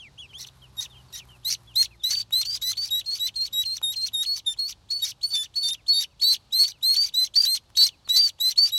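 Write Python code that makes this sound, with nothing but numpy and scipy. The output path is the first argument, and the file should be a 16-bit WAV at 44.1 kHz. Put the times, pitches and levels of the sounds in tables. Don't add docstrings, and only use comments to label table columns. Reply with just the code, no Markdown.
import sys
import numpy as np
from scipy import signal
from scipy.fft import rfft, irfft
from scipy.io import wavfile
from scipy.ndimage import uniform_filter1d, map_coordinates

SR = 44100
rng = np.random.default_rng(int(sys.argv[2]) if len(sys.argv) > 2 else 0)


def put_to_file(sound):
    columns = np.atleast_2d(sound).T
    safe = np.clip(columns, -1, 1)
    whole_steps = np.round(safe * 32767)
    wavfile.write(sys.argv[1], SR, whole_steps.astype(np.int16))


N = 387198
TIME = np.arange(N) / SR


def undb(db):
    return 10 ** (np.asarray(db) / 20)


def unit(x):
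    return x / np.sqrt(np.mean(x ** 2) + 1e-18)


def colour(x, points):
    hz, db = np.transpose(points)
    f = np.arange(len(x) // 2 + 1) * SR / len(x)
    gain = undb(np.interp(np.log(f + 1), np.log(hz), db))
    return unit(irfft(rfft(x) * gain, len(x)))


def wander(t, rate):
    points = rng.standard_normal(2048)
    return map_coordinates(points, [(t - t[0]) * rate], order=2, mode="wrap")


def lumpy(x, lump_db, size=256):
    spectrum = signal.stft(x, nperseg=size)[2]
    lumps = rng.standard_normal(spectrum.shape)
    lumps = uniform_filter1d(lumps, size=3, axis=0)
    lumps = unit(uniform_filter1d(lumps, size=4, axis=1))
    spectrum = spectrum * undb(lump_db * np.clip(lumps, -2, 2))
    return unit(signal.istft(spectrum, nperseg=size)[1][:len(x)])


def gate(t, on, off, rise, fall):
    return (1 + np.tanh((t - on) / rise)) * (1 - np.tanh((t - off) / fall)) / 4


def span(start, end):
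    return slice(max(int((start - .02) * SR), 0), min(int((end + .02) * SR), N))


def tone(phase):
    return np.sqrt(2) * np.sin(phase)


def turn(hz):
    return 2 * np.pi * np.cumsum(hz) / SR


def reedy(phase, second_db, third_db):
    return tone(phase) + undb(second_db) * tone(2 * phase) + undb(third_db) * tone(3 * phase)


# (frequency [Hz], relative level [dB per Hz])
AIR_SPECTRUM = [(20, -20), (45, 0), (65, 3.5), (120, 1), (200, -8.5), (450, -14.5), (900, -14.5),
                (2000, -24), (4000, -17), (8000, -29.5), (16000, -48)]
AIR_START_DB, AIR_DB_PER_S = -58, -0.48


def open_air():
    level_db = AIR_START_DB + AIR_DB_PER_S * TIME + wander(TIME, 6.0)
    return colour(rng.standard_normal(N), AIR_SPECTRUM) * undb(level_db)


# (frequency [Hz], level [dB])
HUMS = [(570, -82), (820, -80)]


def far_hums():
    out = np.zeros(N)
    for hz, db in HUMS:
        phase = turn(hz * (1 + 0.01498 * wander(TIME, 40)))
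        out += undb(db + 1.9 * wander(TIME, 2.424)) * tone(phase)
    return out


ENGINE_START_HZ, ENGINE_IDLE_HZ, ENGINE_SLOWING_S = 140.7, 90.7, 2.9
ENGINE_NEAREST_DB, ENGINE_PASSES_S, ENGINE_NEAR_S = -59, 1.5, 1.3


def far_engine():
    firing_hz = ENGINE_IDLE_HZ + (ENGINE_START_HZ - ENGINE_IDLE_HZ) * np.exp(-TIME / ENGINE_SLOWING_S)
    phase = turn(firing_hz * (1 + 0.018 * wander(TIME, 3.7)))
    engine = np.zeros(N)
    for k, db in ((.5, -2), (1, 0), (1.5, -14), (2, -19), (3, -16)):  # (multiple of firing rate, dB)
        engine += undb(db + 2 * wander(TIME, 15)) * tone(k * phase)
    distance = np.hypot(1, (TIME - ENGINE_PASSES_S) / ENGINE_NEAR_S)
    return engine * undb(ENGINE_NEAREST_DB) / distance ** 1.1


# (frequency [Hz], relative level [dB per Hz])
SOIL_SPECTRUM = [(200, -22), (1000, 15.5), (3500, -7), (7000, -3), (12000, 2), (16000, -35.5)]
REACH_FROM_S, REACH_TO_S, REACH_DB, STILL_DB = 0.37, 1.9, -67.5, -76.5


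def soil_rustle():
    spikes_db = 4.5 * np.minimum(rng.exponential(size=N), 7)
    crumbs = colour(rng.standard_normal(N) * undb(spikes_db), SOIL_SPECTRUM)
    brushing = undb(STILL_DB) + undb(REACH_DB) * gate(TIME, REACH_FROM_S, REACH_TO_S, 0.14, 0.13)
    return crumbs * brushing * undb(2.38 * wander(TIME, 52))


# (crest time [s], fall length [s], crest pitch [Hz], drop [Hz], level [dB]); the row at .352 s,
# with a negative drop, is a rising sweep that leads into the lower duckling's first peep
BURROW_PEEPS = [(0, .092, 3340, 1504, -44), (0.197, .071, 3424, 1090, -42), (0.299, .038, 3270, 500, -53.5),
                (.352, .04, 3200, -500, -41), (0.627, 0.048, 3190, 700, -52),
                (0.907, .072, 3710, 1410, -54), (0.961, .058, 3230, 400, -52.5),
                (1.086, 0.042, 4430, 600, -63), (1.185, .057, 3100, 900, -49.5),
                (1.296, .077, 3100, 650, -54), (1.68, .065, 3440, 1060, -53),
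                (1.915, .047, 2720, 900, -56.5), (2.005, .095, 3620, 1400, -53.5),
                (2.346, .054, 3380, 440, -49.5), (5.779, .041, 2960, 1100, -60),
                (6.1, 0.058, 3000, 1108, -68.5), (6.735, .05, 3060, 800, -61),
                (7.92, .04, 2980, 750, -58.5), (8.057, .03, 4470, 750, -51.5)]
FULL_RISE_S, FULL_RISE_HZ, FULL_DB = .022, 1040, -41.5


def burrow():
    out = np.zeros(N)
    for crest, length, crest_hz, drop_hz, db in BURROW_PEEPS:
        effort = undb(db - FULL_DB)
        rise_s = FULL_RISE_S * np.sqrt(effort)
        start, end = crest - rise_s, crest + length
        part = span(start, end)
        t = TIME[part]
        before = np.clip((crest - t) / rise_s, 0, 1.2)
        after = np.clip((t - crest) / length, 0, 1.2)
        hz = crest_hz - FULL_RISE_HZ * effort ** 2 * before ** 1.7 - drop_hz * after ** 1.1
        second_db = -16 + .9 * (db + 40)
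        y = reedy(turn(hz * (1 + 0.02 * wander(t, 150))), second_db, second_db - 6.0)
        level_db = db - 11 * (before ** 2 + after ** 2) + 1.1 * wander(t, 130)
        out[part] += y * undb(level_db) * gate(t, start + 0.0016, end - .004, .003, .004)
    return out


def woods(x, t60_s, echo_db):
    t = TIME[:SR]
    tail = rng.standard_normal(SR) * np.exp(-np.log(1000) * t / t60_s) * (t > .004)
    return undb(echo_db) * signal.fftconvolve(x, tail / np.sqrt(np.sum(tail ** 2)))[:N]


def lead_in(t, start, rest_hz, lead_db):
    progress = np.clip((t - start) / .018 + 1, 0, 1)
    hz = rest_hz * (1 - 0.36 * (1 - progress) ** 2)
    phase = turn(hz * (1 + 0.074 * wander(t, 2000)))
    return reedy(phase, -10, -18) * undb(lead_db) * np.sin(np.pi * progress)


# (centre [Hz], half width [Hz], level [dB])
BILL_RESONANCES = [(8430, 150, 7), (9660, 700, -2.5), (11165, 560, 6)]


def bill_db(hz):
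    return sum(db / (1 + ((hz - centre_hz) / width_hz) ** 2)
               for centre_hz, width_hz, db in BILL_RESONANCES)


USUAL_PEEP_DB, OVERTONE_SLOPE = -25, 0.74


def whistle(t, row, voice, catches, sublines, hiss):
    start, crack, _, held_hz, climb_hz, peep_db, swell_db, hoarse_db, _ = row
    age = np.maximum(t - start, 0)
    progress = np.minimum(age / (crack - start), 1)

    scoop_hz = min(voice["scoop"] * (voice["rest_hz"] - held_hz), voice["hook_hz"])
    hz = held_hz + scoop_hz * np.exp(-age / voice["settle_s"])
    hz = hz + climb_hz * progress ** voice["climb_power"]

    shape_db = voice["onset_db"] * np.exp(-age / voice["attack_s"])
    shape_db = shape_db + swell_db * (progress - .5) + voice["droop_db"] * progress ** 4
    level_db, effort_db = peep_db + shape_db, .5 * shape_db
    overtone_db = USUAL_PEEP_DB + OVERTONE_SLOPE * (peep_db - USUAL_PEEP_DB) + effort_db
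    for at, width, rise_hz, dip_db in catches:
        bump = np.exp(-((t - at) / width) ** 2)
        hz, level_db = hz + rise_hz * bump, level_db + dip_db * bump

    flutter = np.clip(undb(hoarse_db - level_db + voice["flutter_db"]), .1, 1.5)
    phase = turn(hz * (1 + voice["jitter"] * (wander(t, 84.0) + flutter * wander(t, 450))))
    shimmer_db = voice["shimmer_db"] * (wander(t, 46.5) + flutter * wander(t, 300))
    y = undb(level_db + shimmer_db) * tone(phase)
    for k, db in ((2, voice["second_db"]), (3, voice["third_db"]), (4, voice["third_db"] - 14)):
        y += undb(overtone_db + db + bill_db(k * hz) + 2.5 * wander(t, 60)) * tone(k * phase)

    locked = gate(progress, 0.34, 2, 0.13, 0.66)
    locked = locked * undb(hoarse_db + voice["sub_db"] + 2 * wander(t, 86.4))
    slip = voice["smear"] * wander(t, 351)
    y += locked * sum(undb(db + bill_db(k * hz)) * tone(k * phase + slip) for k, db in sublines)

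    strain_db = np.interp(progress, [.11, .4, .55, 1], [9.5, -17, -0.5, 5.5])
    y += hiss * undb(hoarse_db + voice["hiss_db"] + strain_db + effort_db + 2 * wander(t, 304))
    return y * gate(t, start + .002, crack + .002, .0035, .003)


def rasp(t, crack, end, top_hz, rasp_db, voice, air, hop_s=.0065, fade_db=5, under_db=-16):
    stop = max(end - .013, crack + 0.0024)
    hops = np.maximum((t - t[0]) / hop_s + .3 * wander(t, 100), 0)
    choice, detune, size = rng.random((256, 3))[hops.astype(int) % 256].T
    hz = top_hz * (.98 + .1 * detune) * (1.04 - .08 * (hops % 1))
    phase = turn(uniform_filter1d(hz, size=40) * (1 + .045 * wander(t, 3000)))
    upper = uniform_filter1d(1. * (choice < voice["upper_share"]), size=60)
    scraps = (1 - .7 * upper) * reedy(phase, -17, -22)
    scraps += (.2 + .8 * upper) * reedy(phase * 5900 / top_hz, -16, -30)
    scraps += undb(under_db) * tone(phase / 2)
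    scraps *= uniform_filter1d(undb(12 * size - 9), size=60)
    bursts = air * undb(voice["air_db"] + 3 * wander(t, 300))
    fading = fade_db * np.clip((t - crack) / (stop - crack) - .5, -.5, .5)
    return (scraps + bursts) * undb(rasp_db - fading) * gate(t, crack + 0.00041, stop, 0.0043, 0.0069)


def slide(t, end, top_hz, slide_db, end_hz=1850):
    length = 0.02 * rng.uniform(0.48, 1.25)
    progress = np.clip((t - end + length) / length, 0, 1)
    hz = end_hz + (1.04 * top_hz - end_hz) * (1 - progress ** 1.776)
    phase = turn(hz * (1 + 0.017 * wander(t, 398.3) + .035 * wander(t, 2500)))
    y = reedy(phase, -17, -27)
    return y * undb(slide_db + 2 * wander(t, 307.7)) * np.sin(np.pi * progress) ** 2


# (frequency [Hz], relative level [dB])
HISS_SPECTRUM = [(400, -61.5), (1000, -24.5), (1600, -20), (2400, -16.5), (3200, -8.5), (4500, -2.5),
                 (5200, -1), (6100, -2), (7300, -6.5), (8500, -18), (10000, -26.5), (11500, -18.5),
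                 (13500, -21), (16000, -23)]
# (frequency [Hz], relative level [dB])
THROAT_SPECTRUM = [(400, -53.5), (900, -27), (1500, -22), (2300, -16.5), (3300, -11.5), (4500, -1.5),
                   (5100, -5), (5900, 2.5), (7000, -12.5), (7900, -16), (10000, -16.5), (11300, -11),
                   (13500, -24.5), (16000, -23)]


def duckling(peeps, voice, catches, sublines):
    out = np.zeros(N)
    hiss = colour(lumpy(rng.standard_normal(N), 5), HISS_SPECTRUM)
    air = colour(lumpy(rng.standard_normal(N), 5), THROAT_SPECTRUM)
    for row in peeps:
        start, crack, end, held_hz, climb_hz, peep_db, _, _, rasp_db = row
        part = span(start, end)
        t, top_hz = TIME[part], held_hz + climb_hz
        out[part] += lead_in(t, start, voice["rest_hz"], peep_db + voice["lead_db"])
        out[part] += whistle(t, row, voice, catches, sublines, hiss[part])
        out[part] += rasp(t, crack, end, top_hz, rasp_db, voice, air[part])
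        out[part] += slide(t, end, top_hz, rasp_db + voice["slide_db"])
    return out


# (start [s], break into rasp [s], end [s], held pitch [Hz], late climb [Hz], level [dB],
#   swell over the whistle [dB], hoarseness [dB], rasp level [dB])
LOW_PEEPS = [(.374, .396, 0.456, 3470, 593.5, -50, 6, -51, -40.5),
             (.458, .469, .493, 4200, -9, -55, -2, -70, -44.5),
             (.766, .802, .868, 3690, 0, -34, 22, -52, -38.5),
             (1.126, 1.158, 1.21, 3920, -170, -40.5, 2, -41.5, -40.5),
             (1.447, 1.495, 1.556, 4170, 191.5, -23.5, 2.5, -42, -29),
             (1.755, 1.822, 1.865, 4346, -95, -18.5, 0, -40, -31.5),
             (2.035, 2.1, 2.161, 4020, 141.5, -23.5, -13, -41.5, -30),
             (2.323, 2.415, 2.44, 4037, 221.5, -20, -6.5, -44.5, -29),
             (2.615, 2.716, 2.743, 3940, 210, -26, 0, -36.5, -33),
             (2.905, 2.995, 3.021, 3778, 170, -23.5, -6, -48, -35.5),
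             (3.193, 3.268, 3.298, 3913, 105, -25, 3, -46.5, -31.5),
             (3.526, 3.62, 3.644, 3822, 82, -24.5, 3.5, -48, -33),
             (3.827, 3.925, 3.952, 3656, 169.5, -24.5, -8.5, -60, -34),
             (4.132, 4.228, 4.257, 3665, 123, -25, 0, -53.5, -33),
             (4.462, 4.53, 4.55, 3573, 1, -25.5, -16.5, -50.5, -45),
             (5.02, 5.047, 5.075, 3790, -76.5, -19.5, -8, -43.5, -41),
             (5.335, 5.43, 5.468, 3510, -16, -25.5, -4.5, -48, -39.5),
             (5.628, 5.735, 5.755, 3570, 137, -27, -4.5, -67, -34.5),
             (5.925, 6.025, 6.053, 3660, 107, -26.5, 3, -51, -32),
             (6.23, 6.335, 6.357, 4010, 149, -21.5, 2.5, -48.5, -28.5),
             (6.523, 6.635, 6.659, 4165, 108, -20.5, -1, -43.5, -28),
             (6.826, 6.943, 6.965, 4203, 138.5, -20.5, -1.5, -44.5, -27.5),
             (7.138, 7.243, 7.28, 4045, 32.5, -20.5, 5.5, -44, -36),
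             (7.455, 7.548, 7.583, 4187, 37.5, -20.5, -4.5, -44, -31),
             (7.765, 7.862, 7.896, 3987, 213, -19, 1.5, -43.5, -30),
             (8.088, 8.19, 8.218, 3970, 95, -20.5, -3, -35.5, -33),
             (8.4, 8.497, 8.533, 4010, 132, -19.5, 1.5, -40.5, -31),
             (8.718, 8.78, 8.84, 3970, -36, -22.5, 2, -50, -28)]
LOW_TRAITS = dict(rest_hz=3800, scoop=1.3, hook_hz=150, settle_s=.019, climb_power=2.2, onset_db=-11, attack_s=.009, droop_db=-1.5, second_db=-18, third_db=-17.5, jitter=.002, shimmer_db=1.3, smear=.13, sub_db=0, hiss_db=-4, lead_db=-34, slide_db=-.5, flutter_db=4, upper_share=.2, air_db=1)
# (multiple of pitch [ratio], level [dB])
DOUBLED_LINES = [(.5, -13), (1.5, 0), (2.5, -6), (3.5, -9)]


def low_duckling():
    return duckling(LOW_PEEPS, LOW_TRAITS, [], DOUBLED_LINES)


# (start [s], break into rasp [s], end [s], held pitch [Hz], late climb [Hz], level [dB],
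#   swell over the whistle [dB], hoarseness [dB], rasp level [dB])
HIGH_PEEPS = [(2.103, 2.218, 2.233, 4583, -38.5, -24, -1.5, -43, -41),
              (2.448, 2.555, 2.584, 4655, 253, -29, 6, -42.5, -35),
              (2.768, 2.85, 2.902, 4590, 36, -25.5, 2, -44.5, -40),
              (3.058, 3.15, 3.192, 4224, 304, -28, 7, -48.5, -39.5),
              (3.356, 3.455, 3.488, 4150, 263.5, -27, 0.5, -50, -38.5),
              (3.65, 3.76, 3.789, 4130, 232.5, -26.5, -3.5, -53, -38.5),
              (3.958, 4.06, 4.095, 4130, 202, -26.5, 1, -51, -37),
              (4.258, 4.36, 4.406, 4330, 200.5, -24.5, -5.5, -54.5, -39),
              (4.587, 4.684, 4.733, 4296, 266.5, -25, -10, -57, -38),
              (4.903, 5.04, 5.126, 4453, 16.5, -29.5, -19.5, -52.5, -36),
              (5.228, 5.352, 5.386, 4450, 107, -21.5, -3.5, -51.5, -35),
              (5.555, 5.682, 5.713, 4450, 118.5, -25, 5, -49, -34.5),
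              (5.88, 6.005, 6.045, 4450, 144.5, -20.5, -4, -49.5, -37),
              (6.212, 6.325, 6.371, 4495, -51, -19, -0.5, -46, -36),
              (6.585, 6.675, 6.725, 4420, 120.5, -19.5, -8.5, -48, -38),
              (6.96, 7.055, 7.103, 4637, -67.5, -18.5, 0.5, -41, -38.5),
              (7.355, 7.448, 7.479, 4686, -110, -13.5, -2, -38, -31.5),
              (7.768, 7.845, 7.89, 4460, 203, -17, 4, -35, -48),
              (8.158, 8.277, 8.308, 4704, -230, -16.5, -6.5, -40, -36),
              (8.575, 8.673, 8.713, 4544, 155.5, -17, -5.5, -41.5, -36)]
HIGH_TRAITS = dict(rest_hz=4300, scoop=1.1, hook_hz=110, settle_s=.017, climb_power=3.2, onset_db=-7, attack_s=.009, droop_db=-3, second_db=-26, third_db=-31, jitter=.0045, shimmer_db=1.65, smear=1.2, sub_db=-7, hiss_db=1.5, lead_db=-23, slide_db=-.5, flutter_db=14, upper_share=.3, air_db=2.5)
# (time [s], half length [s], rise [Hz], level change [dB])
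VOICE_CATCHES = [(2.161, 0.0056, 106, -18), (2.194, 0.0035, 60, -26), (5.287, 0.027, 51, -25),
                 (7.038, 0.0065, 225, -4.5), (7.398, 0.0042, 287, -15.5), (7.425, 0.0078, 374, -23)]
# (multiple of pitch [ratio], level [dB])
TRIPLED_LINES = [(1 / 3, -16), (2 / 3, -5), (4 / 3, 0), (5 / 3, -7), (7 / 3, -13)]


def high_duckling():
    return duckling(HIGH_PEEPS, HIGH_TRAITS, VOICE_CATCHES, TRIPLED_LINES)


# (time [s], level [dB])
CLICKS = [(2.308, -38.5), (3.816, -39.5), (4.121, -54), (4.465, -56), (4.565, -52), (5.329, -40.5),
          (7.702, -47), (8.076, -38.5), (8.391, -49)]


def bills():
    out = np.zeros(N)
    spectrum = [(200, -24), (900, 13.5), (4500, -4.5), (9000, -6.5), (16000, -16.0)]
    noise = colour(rng.standard_normal(N), spectrum)
    for at, db in CLICKS:
        part = span(at, at)
        age = TIME[part] - at
        out[part] += noise[part] * undb(db) * (age > 0) * np.exp(-abs(age) / .002)
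    return out


def scene():
    background = open_air() + far_hums() + far_engine() + soil_rustle()
    voices = burrow() + low_duckling() + high_duckling() + bills()
    bank = woods(voices, t60_s=0.06, echo_db=-14)
    trees = woods(voices, t60_s=0.65, echo_db=-43.5)
    return (voices + bank + trees + background)[None]


TOP_HZ = 16000


def record(dry):
    return signal.sosfilt(signal.ellip(10, .2, 70, TOP_HZ, fs=SR, output="sos"), dry)


dry = scene()
out = record(dry)
put_to_file(out)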